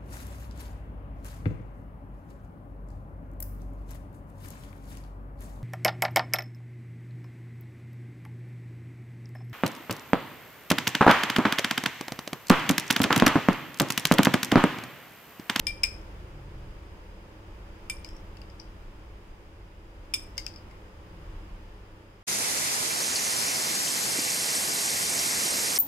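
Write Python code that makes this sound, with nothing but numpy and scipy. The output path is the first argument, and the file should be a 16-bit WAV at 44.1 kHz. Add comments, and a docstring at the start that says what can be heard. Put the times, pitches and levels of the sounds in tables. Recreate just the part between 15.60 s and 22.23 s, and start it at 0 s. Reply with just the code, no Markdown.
"""A steel spoon scoops fruit from a hand-held ceramic bowl in a small kitchen, close to a phone.
Contacts are noise clicks plus decaying bowl and spoon modes; scrapes are rough gliding squeaks with grit.
The kitchen answers with shaped noise echoes.
Behind: wavering hum tones, filtered-noise rumble, air and hiss, and dull low handling bumps."""
import sys
import numpy as np
from scipy import signal
from scipy.fft import rfft, irfft, next_fast_len
from scipy.io import wavfile
from scipy.ndimage import map_coordinates

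SR = 44100
rng = np.random.default_rng(int(sys.argv[2]) if len(sys.argv) > 2 else 0)


def to_wav(s):
    """Save 16-bit WAV."""
    ch = np.atleast_2d(s).T  # columns
    pcm = np.round(np.clip(ch, -1, 1) * 32767)  # PCM
    wavfile.write(sys.argv[1], SR, pcm.astype(np.int16))


N = 292383
BAND_LIMIT_HZ = 15900

# background course: start_s, relative_rumble_db, relative_air_db
BACKGROUND_COURSE = [(0.0, -45, -53), (0.5, -44.5, -53), (0.83, -49, -55), (1.0, -43, -54.5),
                     (1.72, -49.5, -55.5), (2.42, -44.5, -54), (4.23, -49.5, -58), (4.65, -47.5, -54.5),
                     (5.17, -48.5, -55), (5.35, -50, -56), (5.74, -45.5, -54), (6.63, -58.5, -58.5)]
# rumble spectrum: freq_hz, relative_density_db
RUMBLE_SPECTRUM = [(10, -13), (20, 1), (32, 2), (50, 1), (65, -2.5), (88, -3.5), (115, -21), (200, -17),
                   (400, -66)]
# air spectrum: freq_hz, relative_density_db
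AIR_SPECTRUM = [(60, -12), (130, 0.5), (200, 3.5), (260, -1), (325, 8), (420, 0.5), (560, 1.5), (680, -3.5),
                (900, -0.5), (1500, -6), (3000, -11), (4200, -20.5), (9000, -28), (16000, -32)]
# port resonances in the hiss: freq_hz, width_hz, relative_level_db
HISS_RESONANCES = [(4950, 590, -3), (6570, 560, -13)]
# hum tones: pitch_hz, mean_level_db
HUM_TONES = [(29.5, -56.5), (47.5, -55.5), (99.8, -57), (131, -68.5), (179, -67.5), (199, -68.5),
             (317, -66.5), (356, -71), (424, -68.5), (509, -71.5), (570, -71.5), (876, -76)]
# left-right likeness of the background noise: freq_hz, correlation
STEREO_LIKENESS = [(30, 1), (100, .97), (250, 0.85), (500, 0.79), (750, 0.11), (1300, -0.14), (2200, 0.03),
                   (3300, -.1), (6000, -0.015)]
# dull handling bumps: centre_s, level_db, pitch_hz, half_width_s (to 1/e)
HANDLING_BUMPS = [(0.81, -47.5, 135.2, 0.15), (0.976, -49, 129, 0.21), (5.577, -52.5, 165, 0.11),
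                  (5.767, -38, 38.9, 0.032), (5.915, -43, 45.2, 0.026)]
# kitchen tail decay: freq_hz, t60_s
KITCHEN_DECAY = [(300, 0.98), (2400, 0.33), (5200, 0.34), (9000, 0.3), (15000, 0.38)]
# click of steel on glaze: freq_hz, relative_density_db
CLICK_SPECTRUM = [(300, -29), (1000, -14), (1600, -11), (2200, 2), (3200, 10), (4200, -24.5), (4750, 9),
                  (5300, 2), (5900, -14), (7800, 0), (10500, -9), (13800, -10), (15500, -15)]
# treble balance of the two microphone ports: freq_hz, left_right_db
PORT_BALANCE = [(1500, -18), (3200, 0), (4700, 8.5), (5250, 3), (6100, -37), (7500, -10), (10000, 2),
                (14000, -3)]
# centres of the bowl's low, middle and high modes: freq_hz
MODE_CENTRES_HZ = [2400, 5200, 9100]
# bowl modes, ringing freely: freq_hz, relative_level_db, t60_s, left_right_db
BOWL_MODES = [(2366, -2.5, 1, 2.5), (3580, -17, 0.07, 17), (5227, -2, 0.08, 6), (5187, -9, .2, 13),
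              (6600, -31, 0.062, -4), (7940, -5.5, 0.027, -11.5), (9150, -7, 0.079, -16.5),
              (8940, -5, 0.044, 9.5), (11600, -14.5, 0.038, 8), (13250, -31, 0.055, 4),
              (13620, -15, 0.11, -3), (14150, -23, .06, 1)]
# spoon edge sliding on glaze: start_s, length_s, start_level_db, first_squeak_hz, last_squeak_hz
EDGE_SLIDES = [(2.449, 0.16, -55.5, 5180, 5480), (2.992, 0.037, -50, 5460, 4820),
               (4.784, 0.043, -50, 5260, 5420), (4.841, .07, -58, 5540, 5150), (4.96, .05, -56, 4900, 4820)]
SLIDE_ATTACK_S, SLIDE_FADE_DB, SLIDE_FADE_EXPONENT = 0.003, 19, 1.1
# spoon through fruit to the bowl: start_s, strength_db, click_over_strength_db, knock_over_strength_db,
# knock_hz, clank_hz, extra_left_right_db
FRUIT_DIGS = [(0.414, -59, -7, -15, 3500, 6100, 0), (2.3675, -48, -23, -5, 2380, 5270, 0),
              (2.446, -35, -3, -2, 2240, 5150, 1.5), (2.4883, -46, 2, -9, 2480, 5150, 1),
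              (2.5652, -50.5, 0, -15, 2720, 5700, -3), (2.7702, -55, 5, 7, 2750, 4670, 7),
              (2.816, -51, 2, 7, 2810, 4500, 6), (2.8996, -51, -5, -15, 2570, 4870, 1),
              (2.998, -40, -24, -25, 3320, 4660, 0), (2.9988, -43.5, -18, -21, 3400, 5840, 1),
              (4.77, -48, -4, -11, 3170, 5100, 0), (4.7792, -23.5, 0.5, -2.5, 2090, 4770, -1),
              (4.8648, -25.5, -6, -3.5, 2620, 5130, -1), (4.9388, -44, -17, -24, 2600, 4680, -9),
              (4.9598, -38.5, -16, -15, 2650, 4830, -8), (5.111, -60, 4, 17, 2200, 4860, 1)]
# ring of the fruit-muffled bowl in its low, middle and high modes: ring_over_strength_db
DIG_RING_OVER_DB = [-17.5, -4.5, -33]
DIG_FREE_S = 0.0015
# spoon on the bare bowl wall: start_s, ring_db, middle_modes_favoured_db, free_ringing_s,
# knock_db, knock_hz, clank_db, extra_left_right_db
WALL_CLINKS = [(0.0686, -27, 2.5, 0.039, -23.5, 3190, -22, 3),
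               (0.234, -22.5, 4.5, 0.0082, -16.5, 2436, -25, -4),
               (0.238, -39, 3, .003, -16.5, 2400, -23, 12), (2.2982, -29, -3, 0.011, -25.5, 2360, -44, -1),
               (4.5377, -23.5, 1, 0.0076, -33, 2404, -27.5, 2.5),
               (4.5413, -24, 3.5, 0.0043, -31, 3380, -28, -6.5)]
CLINK_CLICK_DB, CLINK_CLANK_HZ = -26, 5086
HIGH_DB, HIGH_TRADE = -1.5, 0.6  # high modes against low; dB lost per dB the middle ones gain


def amp(db):
    """Gain of a level in dB."""
    return 10 ** (np.asarray(db) / 20)


def unit(x):
    """x scaled to rms 1."""
    return x / np.sqrt(np.mean(x ** 2) + 1e-20)


def along(points, hz):
    """Interpolate (freq_hz, value) points on a log frequency axis."""
    f, v = np.transpose(points)
    return np.interp(np.log(hz + 1), np.log(f + 1), v)


def sides(db):
    """Left and right gains for a level difference."""
    return amp(np.array([[0.5], [-0.5]]) * db)


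def wobble(rate_hz):
    """Smooth random curve of rms 1, rate_hz knots a second."""
    knots = rng.standard_normal(int(N * rate_hz / SR) + 4)
    return unit(map_coordinates(knots, [np.arange(N) * rate_hz / SR]))


def filtered(x, response):
    """x times a response of frequency, zero-padded."""
    n = x.shape[-1]
    m = next_fast_len(n + 8192)
    spectrum = rfft(x, m) * response(np.fft.rfftfreq(m, 1 / SR))
    return irfft(spectrum, m)[..., :n]


def add(track, start_s, sound):
    """Mix a sound into the track, cut at its end."""
    part = track[:, round(start_s * SR):][:, :sound.shape[1]]
    part += sound[:, :part.shape[1]]


def rush(spectrum):
    """Stereo noise of rms 1, nearly mono in the bass: mid and side shares set the likeness."""
    def mid_side_response(hz):
        turn = np.arccos(np.clip(along(STEREO_LIKENESS, hz), -1, 1)) / 2
        return amp(along(spectrum, hz)) * [np.cos(turn), np.sin(turn)]

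    mid, side = filtered(rng.standard_normal((2, N)), mid_side_response)
    return unit(np.array([mid + side, mid - side]))


def appliance_hum(waver_db=2):
    """Steady tones, each wavering slowly in level and phase."""
    t = np.arange(N) / SR
    hum = np.zeros(N)
    for hz, db in HUM_TONES:
        level = amp(db + waver_db * wobble(3.91)) * np.sqrt(2)
        hum += level * np.sin(2 * np.pi * hz * t + 0.81 * wobble(5))
    return hum


def port_hiss():
    """White noise through the port resonances, rms 1."""
    def resonances(f):
        return sum(amp(db) / (1 + (2 * (f - hz) / width_hz) ** 2) for hz, width_hz, db in HISS_RESONANCES)

    return unit(filtered(rng.standard_normal((2, N)), resonances))


def background(rumble_gain_db=0.94, air_gain_db=3.0, hiss_db=-73):
    """Low rumble and a rush of air; the hum and hiss follow the air's level."""
    t = np.arange(N) / SR
    start_s, *levels_db = np.transpose(BACKGROUND_COURSE)
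    rumble_level, air_level = [amp(np.interp(t, start_s, db)) for db in levels_db]
    rumble = amp(rumble_gain_db) * rumble_level * rush(RUMBLE_SPECTRUM)
    air = amp(air_gain_db) * air_level * rush(AIR_SPECTRUM)
    return rumble + air + unit(air_level) * (appliance_hum() + amp(hiss_db) * port_hiss())


def bumps():
    """Soft low swells as the bowl and hands move: Gaussian bursts of a phase-wobbled tone."""
    t = np.arange(N) / SR
    out = np.zeros(N)
    for centre_s, db, hz, half_width_s in HANDLING_BUMPS:
        swell = amp(db) * np.exp(-((t - centre_s) / half_width_s) ** 2)
        out += swell * np.sin(2 * np.pi * hz * t + 1.2 * wobble(25))
    return out


def kitchen(x, early_db=-12, early_t60_s=0.088, tail_db=-11, gap_s=0.01, tail_rise_s=0.0017):
    """The worktop gives early noise echoes, the hard walls a short diffuse tail."""
    hz, t, z = signal.stft(rng.standard_normal((2, SR // 2)), SR, nperseg=256)
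    decay = amp(-60 * t / along(KITCHEN_DECAY, hz)[:, None])
    tail = signal.istft(z * decay, SR, nperseg=256)[1]
    t = np.arange(tail.shape[1]) / SR
    early = rng.standard_normal(tail.shape) * amp(-60 * t / early_t60_s) * (t > gap_s)
    tail = tail * (1 - np.exp(-t / tail_rise_s))
    # norm of the left channel sets both gains
    answer = amp(early_db) * early / np.linalg.norm(early[0])
    answer += amp(tail_db) * tail / np.linalg.norm(tail[0])
    return signal.fftconvolve(x, answer, axes=1)[:, :N]


def contact_noise(size):
    """Noise in the colour of steel on glaze, as each port hears it."""
    def response(hz):
        return amp(along(CLICK_SPECTRUM, hz)) * sides(along(PORT_BALANCE, hz))

    return unit(filtered(rng.standard_normal((2, size)), response))


def scrapes(width_hz=600, rough_db=4, grit_db=-10, squeak_left_right_db=6):
    """The edge sticks and slips: a rough gliding squeak with grit, fading as the pressure eases."""
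    out, t = np.zeros((2, N)), np.arange(N) / SR
    for start_s, length_s, db, first_hz, last_hz in EDGE_SLIDES:
        done = np.clip((t - start_s) / length_s, 0, 1)
        bite = np.clip((t - start_s) / SLIDE_ATTACK_S, 0, 1)
        pressure = bite * amp(db - SLIDE_FADE_DB * done ** SLIDE_FADE_EXPONENT) * (done < 1)
        phase = 2 * np.pi * np.cumsum(first_hz + (last_hz - first_hz) * done) / SR
        squeak = unit(wobble(width_hz) * np.cos(phase) + wobble(width_hz) * np.sin(phase))
        slips = unit(amp(rough_db * wobble(350)))
        grit = amp(grit_db) * contact_noise(N)
        out += pressure * slips * (sides(squeak_left_right_db) * squeak + grit)
    return out


def ring(t, hz, t60_s, attack_s, left_right_db, width_hz, lag_s=0.00006):
    """One fading mode, widened by contact chatter; it reaches the left port slightly earlier."""
    chatter = np.cumsum(rng.standard_normal(len(t))) * np.sqrt(2 * np.pi * width_hz / SR)
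    phase = 2 * np.pi * hz * (t + lag_s * np.array([[0.5], [-0.5]])) + chatter
    envelope = amp(-60 * t / t60_s) * (1 - np.exp(-t / attack_s))
    return sides(left_right_db) * envelope * np.sin(phase)


def contact(ring_db, free_s, click_db, knock_db, knock_hz, clank_db, clank_hz, click_t60_s=0.014,
            attack_s=0.0007, spread_db=1, damped_t60_s=0.067, width_ratio=0.0012):
    """Steel touches the bowl: a click, then modes ring freely until the spoon settles and damps them."""
    t = np.arange(SR // 3) / SR
    sound = amp(click_db - 60 * t / click_t60_s) * contact_noise(len(t))
    damping = amp(-60 * np.maximum(t - free_s, 0) / damped_t60_s)
    for hz, db, t60_s, left_right_db in BOWL_MODES:
        strike_db = np.interp(hz, MODE_CENTRES_HZ, ring_db) + rng.normal(0, spread_db)
        mode = ring(t, hz, t60_s, attack_s, left_right_db, width_ratio * hz)
        sound += amp(db + strike_db) * damping * mode
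    # damped modes of the gripped spoon; pitch depends on how it presses
    knock = ring(t, knock_hz, t60_s=0.031, attack_s=0.0031, left_right_db=6.5, width_hz=52)
    clank = ring(t, clank_hz, t60_s=0.018, attack_s=0.00057, left_right_db=18.0, width_hz=77)
    return sound + amp(knock_db) * knock + amp(clank_db) * clank


def digs():
    """Muffled touches: strength sets clank and short ring; how squarely it lands, click and knock."""
    out = np.zeros((2, N))
    for start_s, db, click_db, knock_db, knock_hz, clank_hz, left_right_db in FRUIT_DIGS:
        touch = contact(db + np.array(DIG_RING_OVER_DB), DIG_FREE_S, db + click_db,
                        db + knock_db, knock_hz, db, clank_hz)
        add(out, start_s, sides(left_right_db) * touch)
    return out


def clinks():
    """Open strikes: where the spoon lands trades the bowl's middle modes against its high ones."""
    out = np.zeros((2, N))
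    for start_s, db, middle_db, free_s, knock_db, knock_hz, clank_db, left_right_db in WALL_CLINKS:
        ring_db = [db, db + middle_db, db + HIGH_DB - HIGH_TRADE * middle_db]
        strike = contact(ring_db, free_s, CLINK_CLICK_DB, knock_db, knock_hz, clank_db, CLINK_CLANK_HZ)
        add(out, start_s, sides(left_right_db) * strike)
    return out


def scene():
    """Spoon and bowl in the kitchen, over handling bumps and the background."""
    spoon = clinks() + digs() + scrapes()
    return spoon + kitchen(spoon) + bumps() + background()


def record(dry):
    """The phone cuts steeply above its band limit."""
    return filtered(dry, lambda hz: 1 / (1 + (hz / BAND_LIMIT_HZ) ** 120))


dry = scene()
out = record(dry)
to_wav(out)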